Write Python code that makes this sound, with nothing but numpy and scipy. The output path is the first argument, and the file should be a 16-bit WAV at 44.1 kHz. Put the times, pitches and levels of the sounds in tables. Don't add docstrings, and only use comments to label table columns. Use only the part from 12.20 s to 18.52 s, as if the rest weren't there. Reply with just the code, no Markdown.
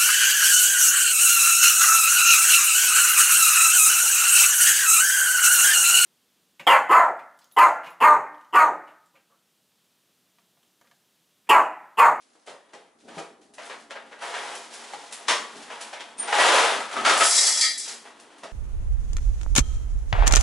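import sys
import numpy as np
from scipy import signal
from scipy.fft import rfft, irfft, next_fast_len
from scipy.io import wavfile
from scipy.ndimage import uniform_filter1d

SR = 44100
rng = np.random.default_rng(int(sys.argv[2]) if len(sys.argv) > 2 else 0)


def inscribe(sig):
    pcm = np.round(np.clip(np.atleast_2d(sig).T, -1, 1) * 32767)
    wavfile.write(sys.argv[1], SR, pcm.astype(np.int16))


N = 278712
TOP_HZ = 11150
EARLY_S, BLOW_S = 0.01, 0.05
# (start [s], end [s])
EMPTYING_S = [4.5, 4.68]


def strainer(lip_db=-2.5, empty_s=5.73):
    # (time [s], attack [s], hold [s], fade [dB/s], level [dB])
    streams = [(4.868, 0.26, 0.15, 71, -18), (4.962, 0.0077, 0.09, 297.5, -26),
               (5.557, 0.013, 0.015, 146, -35.5)]
    # (time [s], level [dB], ring lift [dB], tilt [dB/octave])
    clumps = [(5.41, -20.5, 8, 1.5), (5.436, -21.5, 12, 0), (5.576, -34, -17, 9)]
    t = np.arange(N) / SR
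    flow = sum(envelope(*stream) for stream in streams) * (t < empty_s)
    force = flow * contacts(200 + 1000 * flow / flow.max(), 8)
    landed = np.interp(t, [5.1, 5.118], [0, 1])
    lip = heard(force * np.sqrt(1 - landed), lambda f: steel(f, ring_db=5, tilt_db=11), count=2)
    bowl = heard(force * np.sqrt(landed), lambda f: steel(f, ring_db=0, tilt_db=1.5), direct=0.11, count=4)
    out = amp(lip_db) * lip + bowl
    for s, db, ring_db, tilt_db in clumps:
        clump = burst(0.011, 1800, lead_db=-43)
        strike = heard(clump, lambda f: steel(f, ring_db, tilt_db), direct=0.53, count=3)
        add(out, s - EARLY_S, amp(db) * strike)
    return out


def steel(hz, ring_db, tilt_db, width_hz=15):
    # (frequency [Hz], level [dB])
    modes = [(1281, -6.5), (1800, 4), (1890, 2), (2003, -1), (2113, 1), (2315, -1.5), (3220, 1.5),
             (3415, 6), (3889, 7), (4032, 1.5), (4307, 1), (4543, -2), (4581, 6), (4840, 7.5), (5142, 3),
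             (5222, -7), (5418, -12), (5739, -11), (6045, -1), (6266, -4), (6845, -6), (7063, -16),
             (7308, -13), (7790, -19)]
    # (frequency [Hz], level [dB])
    clatter = [(40, -64), (110, -50), (200, -44), (380, -20), (1000, -15), (2800, -8), (3700, -6),
               (5200, 6.5), (6500, 1.5), (8000, 4.5), (8800, -5), (9600, 0), (11000, -6.5)]
    ring = sum(amp(db + ring_db) ** 2 * resonance(hz, centre, width_hz) for centre, db in modes)
    ring *= amp(along([(500, -53), (1200, 3.5)], hz)) ** 2
    tilt = tilt_db * np.log2(np.maximum(hz, 1700) / 4000)
    return 10 * np.log10(amp(along(clatter, hz)) ** 2 + ring) + tilt - 40 * (hz > TOP_HZ)


def slide():
    # (time [s], attack [s], hold [s], fade [dB/s], level [dB])
    surges = [(4.059, 0.12, 0.23, 87, -17), (4.671, 0.053, 0.14, 100, -33.5),
              (4.855, 0.011, 0.17, 700, -25), (5.13, 0.025, 0.15, 87, -36)]
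    flow = sum(envelope(*surge) for surge in surges)
    force = flow * contacts(250 + 1800 * flow / flow.max(), 6.8)
    emptied = np.interp(np.arange(N) / SR, EMPTYING_S, [0, 1])
    full = heard(force * np.sqrt(1 - emptied), box, count=2)
    hollow = heard(force * np.sqrt(emptied), lambda f: box(f, emptying=True), count=2)
    return full + hollow


def box(hz, emptying=False):
    # (frequency [Hz], width [Hz], lift when full [dB], lift when emptying [dB])
    resonances = [(475, 9.8, 2, 1.5), (480, 47, -3, -9.5), (685, 12, 6.5, 6), (831, 38, 6, 2),
                  (950, 86, 4.5, 1.5), (1295, 33, 1.5, 10.5), (1614, 40, 2.5, 2.5), (1930, 99, 3, 1),
                  (3290, 1040, 3.5, 3.5)]
    # (frequency [Hz], level [dB])
    rattle = [(35, -115), (60, -54.5), (222, -25.5), (466, -1), (579, -1), (690, -1), (753, -1.5),
              (1300, -2), (2850, -8.5), (3170, -10), (4030, -12), (7760, -16.5), (11000, -20),
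              (14300, -131), (22000, -120)]
    peaks = [(centre, width, late if emptying else full) for centre, width, full, late in resonances]
    return along(rattle, hz) + lifts(peaks, hz)


def jolts():
    # (time [s], level [dB], brightness [dB], rattle decay [s], panel note [Hz])
    throws = [(1.381, -40, -5, 0.015, 666), (1.497, -37.5, -5, 0.018, 550), (1.706, -39, -0.5, 0.0069, 580),
              (1.755, -39.5, -11.5, 0.012, 563), (1.92, -45, -7, 0.0069, 560),
              (2.018, -36.5, -6, 0.027, 1490), (2.128, -31.5, -4, 0.054, 380),
              (3.081, -18.5, 7.5, 0.03, 1100), (3.497, -37.5, -4, 0.025, 930), (3.728, -37.5, 0, 0.01, 626),
              (3.805, -40, 6.5, 0.0025, 3170), (4.072, -31.5, -1.5, 0.019, 830),
              (4.125, -22, -6.5, 0.006, 834), (4.18, -22, -8.5, 0.018, 685),
              (4.766, -27, -10, 0.0061, 1260), (4.848, -16, 3, 0.031, 1320), (4.893, -21, 7.5, 0.011, 1150),
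              (5.005, -19, 6, 0.023, 1300), (5.036, -25.5, 16, 0.016, 710)]
    # (frequency [Hz], level [dB])
    tone = [(60, -4), (150, -5), (280, -1.5), (550, -2.5), (1100, -1.5), (1800, 2.5), (3500, 0.5),
            (6000, 0.5), (10000, -4)]
    # (frequency [Hz], share of the brightness [0-1])
    shelf = [(1800, 0.063), (5500, 0.94)]
    out = np.zeros((2, N))
    for s, db, bright_db, decay_s, note_hz in throws:
        colour = lambda f: along(tone, f) + bright_db * along(shelf, f) + panel(f, note_hz)
        out += blow(s, db, decay_s, colour, leftward=0.92)
    return out


def knocks():
    # (time [s], level [dB], rattle decay [s], panel note [Hz])
    bumps = [(0.151, -64.5, 0.0066, 283), (0.27, -40, 0.028, 550), (0.531, -44, 0.02, 550),
             (0.879, -47, 0.011, 660), (0.977, -36.5, 0.01, 402), (2.733, -39, 0.0036, 830),
             (6.233, -38.5, 0.011, 690)]
    # (frequency [Hz], level [dB])
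    tone = [(60, 3), (150, 21), (280, 9.5), (450, 4.5), (800, -2.5), (1800, -2), (3200, -4), (5500, -1),
            (10000, -4)]
    return sum(blow(s, db, decay_s, lambda f: along(tone, f) + panel(f, note_hz), leftward=0.4)
               for s, db, decay_s, note_hz in bumps)


def snaps(decay_s=0.01):
    # (time [s], level [dB])
    cracks = [(0.262, -57), (1.336, -54.5), (1.45, -51), (2.35, -42.5), (2.534, -45.5), (2.922, -38.5),
              (3.607, -40), (3.981, -45), (5.996, -53.5), (6.18, -57.5)]
    # (frequency [Hz], level [dB])
    tone = [(150, -2), (800, -3.5), (1800, 4), (3200, 7.5), (5500, 14), (10000, 18.5)]
    return sum(blow(s, db, decay_s, lambda f: along(tone, f), leftward=0.37) for s, db in cracks)


def panel(hz, note_hz, lift_db=7.5):
    return lift_db * resonance(hz, note_hz, 0.25 * note_hz)


def blow(s, db, decay_s, colour, leftward):
    tone = lambda f: box(f, emptying=s > EMPTYING_S[1]) + colour(f)
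    rattle = heard(burst(decay_s, 2200), tone, direct=0.48, leftward=leftward, count=2)
    out = np.zeros((2, N))
    add(out, s - EARLY_S, amp(db) * rattle)
    return out


def handling():
    # (time [s], length [s], level [dB])
    shifts = [(0.3, 0.38, -63), (0.9, 0.06, -48.5), (0.955, 0.038, -46), (1.42, 0.074, -45),
              (1.8, 0.38, -55), (2.01, 0.32, -36), (2.4, 0.82, -48), (2.55, 0.35, -50), (3.2, 0.72, -48),
              (3.52, 0.11, -42), (4.01, 0.11, -36), (5.67, 0.042, -44.5), (5.85, 0.016, -46),
              (5.95, 0.55, -53)]
    # (frequency [Hz], width [Hz], lift [dB])
    broad_side = [(380, 205, 2.5)]
    # (time [s], length [s], level [dB])
    rubs = [(0.0, 0.0087, -57), (0.1, 0.14, -65), (0.8, 0.052, -61), (0.96, 0.03, -54), (1.21, 0.006, -59),
            (1.4, 0.21, -55.5), (2.03, 0.49, -49), (2.53, 0.33, -47), (2.95, 0.47, -53),
            (3.36, 0.057, -44.5), (3.63, 0.051, -49), (5.66, 0.054, -40)]
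    # (frequency [Hz], level [dB])
    rustle = [(300, -20), (1500, 8), (4000, 11), (7000, 8.5), (11000, 3)]
    upright = lambda f: box(f) + lifts(broad_side, f)
    pasta = heard(moves(shifts) * contacts(600, 4.4), upright, leftward=0.82, count=2)
    card = heard(moves(rubs) * contacts(700, 7.7), lambda f: along(rustle, f), leftward=0.13, count=3)
    return pasta + card


def squeak(s=3.979, hz=9010, width_hz=120, db=-30.5, decay_s=0.025):
    note = lambda f: 20 * np.log10(resonance(f, hz, width_hz))
    slips = burst(decay_s, 1100, lead_db=-40)
    out = np.zeros((2, N))
    add(out, s - EARLY_S, amp(db) * heard(slips, note, direct=1.0, count=3))
    return out


def counter(knock_s=0.97, knock_db=-41):
    # (time [s], length [s], level [dB])
    leans = [(0.85, 0.12, -53.5), (1.21, 0.037, -66), (3.1, 0.065, -52.5), (3.35, 0.04, -51.5),
             (3.99, 0.016, -53), (4.56, 0.035, -45.5), (4.77, 0.16, -41.5)]
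    # (frequency [Hz], width [Hz], lift when leant on [dB], lift when knocked [dB])
    modes = [(167, 52, 3.5, 25), (238, 19, 5, -16), (410.5, 52, 9.5, 13), (654, 64, 5.5, 22),
             (787, 48, 9, 32.5)]
    # (frequency [Hz], level [dB])
    rumble = [(30, -28), (100, -17.5), (140, -14.5), (210, 0), (280, 4), (400, -3), (900, -12.5),
              (3000, -71)]
    leant = lambda f: along(rumble, f) + lifts([(hz, width, db) for hz, width, db, _ in modes], f)
    knocked = lambda f: along(rumble, f) + lifts([(hz, width, db) for hz, width, _, db in modes], f)
    arm_weight = envelope(-1.16, attack_s=2.6, hold_s=N / SR, fade_db_per_s=0, db=-60.5)
    push = moves(leans) + arm_weight
    out = heard(push * contacts(900, 3.4), leant, direct=0.89, leftward=0.3, count=2)
    boom = heard(np.sqrt([BLOW_S * SR]), knocked, direct=1.8, leftward=0.3)
    add(out, knock_s, amp(knock_db) * boom)
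    return out


def room(direct, leftward):
    # (frequency [Hz], time to fall 60 dB [s])
    reverb_times = [(100, 0.4), (500, 0.48), (1500, 0.49), (5000, 0.39), (11000, 0.41)]
    # (frequency [Hz], left-right likeness [0-1])
    likeness = [(100, 0.98), (500, 0.91), (1500, 0.81), (11000, 0.82)]
    # (frequency [Hz], left over right [dB])
    balance = [(300, -0.5), (1200, 1.5), (3500, 1.6), (11000, 1.5)]
    hz, t, noise = signal.stft(rng.standard_normal((2, SR // 2)), SR, nperseg=256)
    slap = 1 + 0.92 * np.exp(-t / 0.018)
    fade = amp(-60 * t / along(reverb_times, hz)[:, None])
    tail = signal.istft(noise * fade * slap, SR, nperseg=256)[1]
    tail /= np.linalg.norm(tail[0])
    tail[0, 0] += direct
    spectrum = rfft(tail)
    tail = irfft(spectrum / np.sqrt(uniform_filter1d(np.abs(spectrum) ** 2, size=70)))
    spread = lambda f: np.arccos(np.clip(along(likeness, f), -1, 1)) / 2
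    mid, side = filtered(tail[:, :SR * 2 // 5], lambda f: np.array([np.cos(spread(f)), np.sin(spread(f))]))
    pair = np.array([mid + side, mid - side]) / np.linalg.norm(mid)
    return filtered(pair, lambda f: amp(np.outer([0.5, -0.5], leftward * along(balance, f))))


def hush(db=-66):
    # (frequency [Hz], level [dB])
    tone = [(30, -32), (100, -12), (230, 5), (600, 16.5), (1500, 12), (3000, -3.5), (11000, 1.5)]
    air = rng.standard_normal(N) + 5.4 * rng.standard_normal((2, N))
    return amp(db) * unit(filtered(air, lambda f: amp(along(tone, f))))


def heard(force, tone, direct=0.31, leftward=1, count=1):
    body = click(tone)[None]
    spot = rng.integers(count, size=len(force))
    paths = [signal.fftconvolve(room(direct, leftward), body, axes=1) for _ in range(count)]
    out = sum(signal.oaconvolve((force * (spot == k))[None], path, axes=1) for k, path in enumerate(paths))
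    return out[:, :N]


def click(tone, size=8192):
    cepstrum = irfft(np.log(amp(tone(np.fft.rfftfreq(size, 1 / SR)))))
    cepstrum[1:size // 2] *= 2
    cepstrum[size // 2 + 1:] = 0
    pulse = irfft(np.exp(rfft(cepstrum)))
    return pulse / np.linalg.norm(pulse)


def contacts(per_s, scatter_db, size=N):
    chance = np.clip(per_s / SR, 1e-4, 1)
    strength = amp(scatter_db * np.clip(rng.standard_normal(size), -2, 2)) * rng.choice([-1, 1], size)
    return unit((rng.random(size) < chance) * strength / np.sqrt(chance))


def burst(decay_s, per_s, lead_db=-22):
    t = np.arange(SR // 5) / SR - EARLY_S
    landing = 1 - 0.82 * np.exp(-np.abs(t) / 0.0024)
    settling = np.exp(-np.abs(t) / decay_s)
    force = contacts(per_s, 8, size=len(t)) * np.where(t < 0, amp(lead_db), landing * settling)
    return force / np.linalg.norm(force) * np.sqrt(BLOW_S * SR)


def moves(rows, attack_s=0.044, fade_db_per_s=200):
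    gains = (envelope(s - attack_s, attack_s, length, fade_db_per_s, db) for s, length, db in rows)
    return np.sqrt(sum(gain ** 2 for gain in gains))


def envelope(s, attack_s, hold_s, fade_db_per_s, db, swell_db=23.5):
    t = np.arange(N) / SR - s
    rise = np.clip(t / attack_s, 0, 1)
    fade_db = fade_db_per_s * np.maximum(t - attack_s - hold_s, 0)
    return (t >= 0) * amp(db - swell_db * (1 - rise) - fade_db)


def resonance(hz, centre, width):
    return 1 / (1 + (2 * (hz - centre) / width) ** 2)


def lifts(peaks, hz):
    return sum(db * resonance(hz, centre, width) for centre, width, db in peaks)


def along(points, hz):
    f, v = np.transpose(points)
    return np.interp(np.log(hz + 1), np.log(f + 1), v)


def filtered(x, response):
    n = x.shape[-1]
    m = next_fast_len(n + SR // 4)
    return irfft(rfft(x, m) * response(np.fft.rfftfreq(m, 1 / SR)), m)[..., :n]


def add(track, s, x):
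    part = track[..., max(0, round(s * SR)):][..., :x.shape[-1]]
    part += x[..., :part.shape[-1]]


def amp(db):
    return 10 ** (np.asarray(db) / 20)


def unit(x):
    return x / np.sqrt(np.mean(x ** 2) + 1e-20)


def scene():
    return handling() + knocks() + snaps() + jolts() + slide() + strainer() + squeak() + counter() + hush()


def record(dry):
    return filtered(dry, lambda hz: 1 / np.sqrt(1 + (hz / TOP_HZ) ** 240))


dry = scene()
out = record(dry)
inscribe(out)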